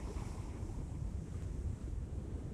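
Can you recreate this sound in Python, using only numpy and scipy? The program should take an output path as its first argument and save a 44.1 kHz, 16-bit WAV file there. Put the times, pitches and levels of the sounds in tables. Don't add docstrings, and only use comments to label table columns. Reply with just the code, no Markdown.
import sys
import numpy as np
from scipy import signal
from scipy.fft import rfft, irfft, next_fast_len
from scipy.io import wavfile
from scipy.ndimage import uniform_filter1d

SR = 44100
rng = np.random.default_rng(int(sys.argv[2]) if len(sys.argv) > 2 else 0)


def field_ratio(decibels):
    return 10 ** (np.asarray(decibels, dtype=float) / 20)


def store_pcm(level_fs):
    pcm = np.round(np.clip(level_fs, -1, 1) * 32767).astype(np.int16)
    wavfile.write(sys.argv[1], SR, np.atleast_2d(pcm).T)


N = 111573

# time_s, level_db
FALL_LEVEL = [(0, -57.5), (.1, -58), (.28, -57), (.45, -60.5), (.7, -66.5), (.95, -66.5), (1.4, -73.5),
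              (1.8, -74), (2.53, -80)]
# frequency_hz, density_db
FALL_COLOUR = [(600, -4.5), (950, 2), (1200, -6), (1500, -15), (2200, -9), (3000, -18.5), (4400, -23.5),
               (5600, -22)]
# frequency_hz, density_db
CURTAIN_COLOUR = [(4700, -6), (5350, 6), (5800, 2), (6600, -9), (10500, -4.5), (12500, -20), (15300, -22)]
# centre_s, peak_db, pitch_hz
SLUGS = [(0.024, -53.5, 967), (0.0449, -50, 980), (0.0762, -55.6, 930), (0.1007, -53.4, 1020),
         (0.1215, -53, 875), (0.1547, -58.5, 1013), (0.1734, -55.5, 1030), (0.2006, -67, 950),
         (0.2162, -69, 1164), (0.2329, -78, 980), (0.2553, -56, 1290), (0.2782, -62, 1190),
         (0.2954, -60, 1070), (0.3315, -55, 950), (0.3557, -51, 967), (0.3848, -45, 1030),
         (0.4139, -52, 882), (0.4381, -56.4, 860), (0.4572, -47, 860), (0.4891, -48, 1013),
         (0.5115, -56, 940), (0.5501, -63, 870), (0.5835, -61, 842), (0.5997, -56, 800), (0.6267, -49, 990),
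         (0.6553, -61, 967), (0.6741, -59.7, 910), (0.7007, -45, 780), (0.7318, -52, 754),
         (0.7475, -48, 940), (0.7752, -53, 855), (0.791, -70, 924), (0.8236, -55, 924), (0.8724, -70, 890),
         (0.8913, -64.1, 1330), (0.9288, -69, 924)]
# peak_s, level_db, rise_s, fade_s
SURGES = [
    (1.4, -68.5, 0.16, 0.26),
    (1.82, -74.5, 0.075, 0.25),
    (2.4, -80, 0.086, 0.17),
]
# frequency_hz, density_db
WASH_COLOUR = [(700, -8), (1200, 2.5), (2000, 3), (3000, -4), (5000, -11), (8000, -5)]
# time_s, level_db
SPRAY_LEVEL = [(0, -69.5), (.1, -68.5), (.2, -66), (.28, -65.5), (.4, -68.5), (.55, -71.5), (.72, -69.5),
               (.85, -72), (1.15, -73), (1.33, -71), (1.46, -71.5), (1.58, -72), (1.88, -72.5), (2.0, -75),
               (2.53, -74.5)]
# frequency_hz, density_db
SPRAY_COLOUR = [(2500, -11.5), (4400, -11), (5500, -4), (7800, 0.5), (9500, -6), (10500, -11.5),
                (13000, -20.5), (15300, -30)]
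# start_s, peak_db, pitch_hz, t60_s
PLOPS = [
    (.085, -44, 410, .12),
    (1.342, -52, 1200, .045),
    (1.369, -57, 1170, .025),
    (1.4215, -56, 1050, .014),
    (1.786, -55, 1300, .02),
    (1.815, -56, 1350, .04),
]
# start_s, peak_db
TICKS = [
    (1.42328, -42),
]
# time_s, level_db
SURF_LEVEL = [(0.0, -54), (0.11, -46.5), (0.13, -51.5), (0.76, -51.5), (0.79, -48), (0.82, -51.5),
              (1.06, -53.5), (1.07, -51), (1.37, -53), (1.89, -52), (1.92, -53), (2.53, -51)]
# frequency_hz, density_db
SURF_COLOUR = [(120, -4), (190, -1.5), (300, -5), (450, -10), (620, -18), (1300, -28), (2200, -35),
               (4400, -42.5)]
# centre_s, peak_db, pitch_hz
GULPS = [(0.0818, -44, 399), (0.1098, -44, 424), (0.1495, -50, 390), (0.2139, -50.1, 378),
         (0.2857, -42.5, 342), (0.3578, -45, 444), (0.3939, -45.5, 326), (0.4322, -49.5, 350),
         (0.4724, -44.5, 215), (0.5067, -53, 295), (0.5337, -48, 350), (0.5632, -43, 320),
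         (0.6156, -60, 254), (0.6495, -42, 331), (0.6909, -44.5, 354), (0.7571, -46.5, 243),
         (0.7875, -40, 242), (0.8178, -43, 310), (0.8552, -46, 314), (0.8825, -50, 240),
         (0.9543, -43.5, 300), (1.0047, -49.4, 313), (1.07, -42.5, 197), (1.1214, -41.5, 192),
         (1.1917, -41.5, 183), (1.2698, -45, 375), (1.5546, -42, 256), (1.6111, -48, 370),
         (1.7303, -42.5, 220), (1.8142, -44.5, 202), (1.8829, -42.5, 328), (1.9637, -50, 190),
         (2.0479, -49, 195), (2.1498, -48.5, 267), (2.1944, -42, 212), (2.3197, -51.5, 380),
         (2.3814, -45, 435), (2.4151, -43.5, 261), (2.4669, -46, 338), (2.5188, -47, 410)]
# centre_s, peak_db, pitch_hz
EDDIES = [(0.0344, -38.5, 68), (0.0836, -38.5, 113), (0.1687, -31.5, 64), (0.2258, -38, 105),
          (0.2674, -36.5, 87), (0.3121, -35, 68), (0.3513, -45, 152), (0.4025, -35, 101),
          (0.4559, -40.5, 56), (0.5066, -36.5, 69), (0.549, -40.5, 126), (0.631, -33, 91),
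          (0.7173, -34, 99), (0.7488, -38, 123), (0.7781, -39.5, 76.4), (0.803, -36.5, 133),
          (0.8283, -40, 76.5), (0.9239, -35.1, 94), (0.9692, -39, 137), (0.9953, -42, 128),
          (1.0246, -30.6, 122), (1.0545, -37.5, 89), (1.0944, -49, 61), (1.122, -46, 152),
          (1.1546, -33.5, 76.6), (1.1843, -34, 73.6), (1.2217, -36.4, 137), (1.2459, -40, 151),
          (1.2955, -36.5, 81), (1.3229, -39.5, 146), (1.3558, -33, 87), (1.4284, -36.5, 76),
          (1.4624, -35.5, 90), (1.5081, -46, 62), (1.548, -44, 126), (1.6068, -37, 70),
          (1.6221, -36.5, 91), (1.6718, -31.5, 77), (1.704, -30, 86), (1.7399, -33.5, 107),
          (1.7819, -39, 151), (1.8421, -38.4, 93), (1.8798, -43.5, 123), (1.9036, -40.4, 122),
          (1.933, -38, 104), (1.9836, -35.5, 87), (2.0095, -37, 115), (2.0433, -35.5, 63.4),
          (2.1534, -48, 68), (2.1851, -32.5, 80), (2.2257, -42, 150), (2.3279, -37.5, 100),
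          (2.3494, -33.5, 67.5), (2.4492, -36, 97), (2.482, -40.5, 135), (2.5093, -37.8, 60.6)]
# centre_s, peak_db, pitch_hz
MORE_EDDIES = [(.052, -36, 62), (.132, -45, 60), (0.191, -38, 49), (0.698, -39.5, 71), (.59, -49, 71.5),
               (0.868, -44, 69.4), (1.077, -35, 55), (1.225, -38.5, 56.5), (1.381, -37, 73),
               (1.576, -40, 70), (1.644, -43, 68), (1.775, -42.5, 55), (.965, -37, 86), (1.51, -43, 51),
               (1.86, -37, 61.1), (2.138, -41, 77), (2.28, -39.5, 61.6), (2.401, -38.5, 69.5)]
# time_s, level_db
GUST_LEVEL = [(0.0, -40.5), (0.57, -40), (0.93, -37), (1.19, -41), (1.37, -40.5), (1.66, -35), (1.83, -43),
              (1.94, -36), (2.28, -39), (2.42, -43), (2.53, -35)]
# frequency_hz, density_db
WIND_COLOUR = [(15, -40), (25, -5.5), (45, 0.5), (65, -0.5), (95, -5.5), (150, -9), (260, -30.5),
               (600, -59)]


def splash():
    curtain_db, curtain_end_s, curtain_fade_s = -70, 0.3, 0.25
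    after_s = np.maximum(np.arange(N) / SR - curtain_end_s, 0)
    curtain_gain = field_ratio(curtain_db) * np.exp(-after_s / curtain_fade_s)
    curtain = curtain_gain * coloured(drops(), CURTAIN_COLOUR, shared_db=0.3, own_db=1.3, rate_hz=25.0)
    fall_gain = field_ratio(in_time(FALL_LEVEL) - 0.85)
    fall = fall_gain * coloured(drops(), FALL_COLOUR, shared_db=0.06, own_db=3.0, rate_hz=13.0)
    return curtain + fall


def slugs():
    return swings(SLUGS, cycles=4.0, trim_db=-7.5)


def drops():
    drops_per_s, spread_db, impact_share = 4000, 3.5, 0.42
    sizes = field_ratio(spread_db * np.minimum(rng.exponential(1, N), 5))
    sizes = sizes * rng.choice([-1, 1], N)
    impacts = rms_one(sizes * (rng.random(N) < drops_per_s / SR))
    merged = rng.standard_normal(N)
    return np.sqrt(impact_share) * impacts + np.sqrt(1 - impact_share) * merged


def wash():
    t = np.arange(N) / SR
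    gain = np.zeros(N)
    for peak_s, db, rise_s, fade_s in SURGES:
        gain += field_ratio(db) * np.exp(-np.where(t < peak_s, (peak_s - t) / rise_s, (t - peak_s) / fade_s))
    return gain * coloured(drops(), WASH_COLOUR, shared_db=1.0, own_db=1.8, rate_hz=21.0)


def spray():
    hiss = coloured(rng.standard_normal(N), SPRAY_COLOUR, shared_db=0.1, own_db=0.7, rate_hz=10.0)
    return field_ratio(in_time(SPRAY_LEVEL) + 1.5) * hiss


def plops():
    pitch_rise, attack_s = 0.034, 0.0016
    out = np.zeros(N)
    for start_s, db, hz, t60_s in PLOPS:
        t = np.maximum(np.arange(N) / SR - start_s, 0)
        envelope = (1 - np.exp(-t / attack_s)) * field_ratio(db - 60 * t / t60_s)
        bend = 1 + pitch_rise * np.minimum(t / t60_s, 1)
        out += envelope * np.sin(2 * np.pi * hz * t * bend)
    return out


def tick():
    settle_s = 0.0006
    t = np.arange(N) / SR
    out = np.zeros(N)
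    for start_s, db in TICKS:
        out -= field_ratio(db) * (t >= start_s) * np.exp(-np.maximum(t - start_s, 0) / settle_s)
    return out


def surf():
    roar = coloured(rng.standard_normal(N), SURF_COLOUR, shared_db=-1.44, own_db=0.0, rate_hz=1.25)
    return field_ratio(in_time(SURF_LEVEL)) * roar


def gulps():
    return swings(GULPS, cycles=2.83, trim_db=-4.5)


def eddies():
    return swings([*EDDIES, *MORE_EDDIES], cycles=0.98, trim_db=-1)


def wind():
    even_s, evenness = 0.05, 0.6
    air = coloured(rng.standard_normal(N), WIND_COLOUR, shared_db=-0.5, own_db=-3.3, rate_hz=2.45)
    size = np.sqrt(uniform_filter1d(air ** 2, int(even_s * SR)) + 0.012)
    size = uniform_filter1d(size, int(even_s * SR / 2))
    return field_ratio(in_time(GUST_LEVEL) - 7.5) * rms_one(air / size ** evenness)


def swings(rows, cycles, trim_db):
    out = np.zeros(N)
    for centre_s, db, hz in rows:
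        reach_s = 3 * cycles / hz
        first = max(int((centre_s - reach_s) * SR), 0)
        last = min(int((centre_s + reach_s) * SR), N)
        i = np.arange(first, last)
        turns = (i / SR - centre_s) * hz
        out[i] += field_ratio(db + trim_db) * np.exp(-(turns / cycles) ** 2) * np.cos(2 * np.pi * turns)
    return out


def coloured(source, spectrum, shared_db, own_db, rate_hz):
    size = next_fast_len(N)
    octave = np.log2(np.arange(size // 2 + 1) * SR / size + 1)
    hz, db = np.transpose(spectrum)
    corners = np.log2(np.r_[hz[0] / 2, hz, hz[-1] * 2])
    level_db = np.interp(octave, corners, np.r_[db[0] - 40, db, db[-1] - 40])
    shaped = rfft(source, size) * field_ratio(level_db)
    together = drift(rate_hz)
    out = np.zeros(N)
    for centre in np.arange(3, 14.6, 0.5):
        alone = drift(rate_hz)
        if hz[0] / 2.5 < 2 ** centre < hz[-1] * 2.5:
            window = np.clip(1 - 2 * abs(octave - centre), 0, 1)
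            band = irfft(shaped * window, size)[:N]
            out += band * field_ratio(shared_db * together + own_db * alone)
    return rms_one(out)


def drift(rate_hz):
    step = 40
    pole = np.exp(-2 * np.pi * rate_hz * step / SR)
    noise = rng.standard_normal(N // step + 2002)
    slow = signal.lfilter([1], [1, -2 * pole, pole * pole], noise)[2000:]
    return np.interp(np.arange(N) / step, np.arange(len(slow)), rms_one(slow))


def in_time(rows):
    time_s, value = np.transpose(rows)
    return np.interp(np.arange(N) / SR, time_s, value)


def rms_one(x):
    return x / np.sqrt(np.mean(x ** 2) + 1e-20)


def scene():
    water = splash() + slugs() + wash() + spray() + plops() + tick()
    background = surf() + gulps() + eddies() + wind()
    return (water + background)[None]


def roll_off(x):
    return signal.sosfilt(signal.butter(12, 15290, fs=SR, output="sos"), x)


def record(dry):
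    return roll_off(dry)


dry = scene()
out = record(dry)
store_pcm(out)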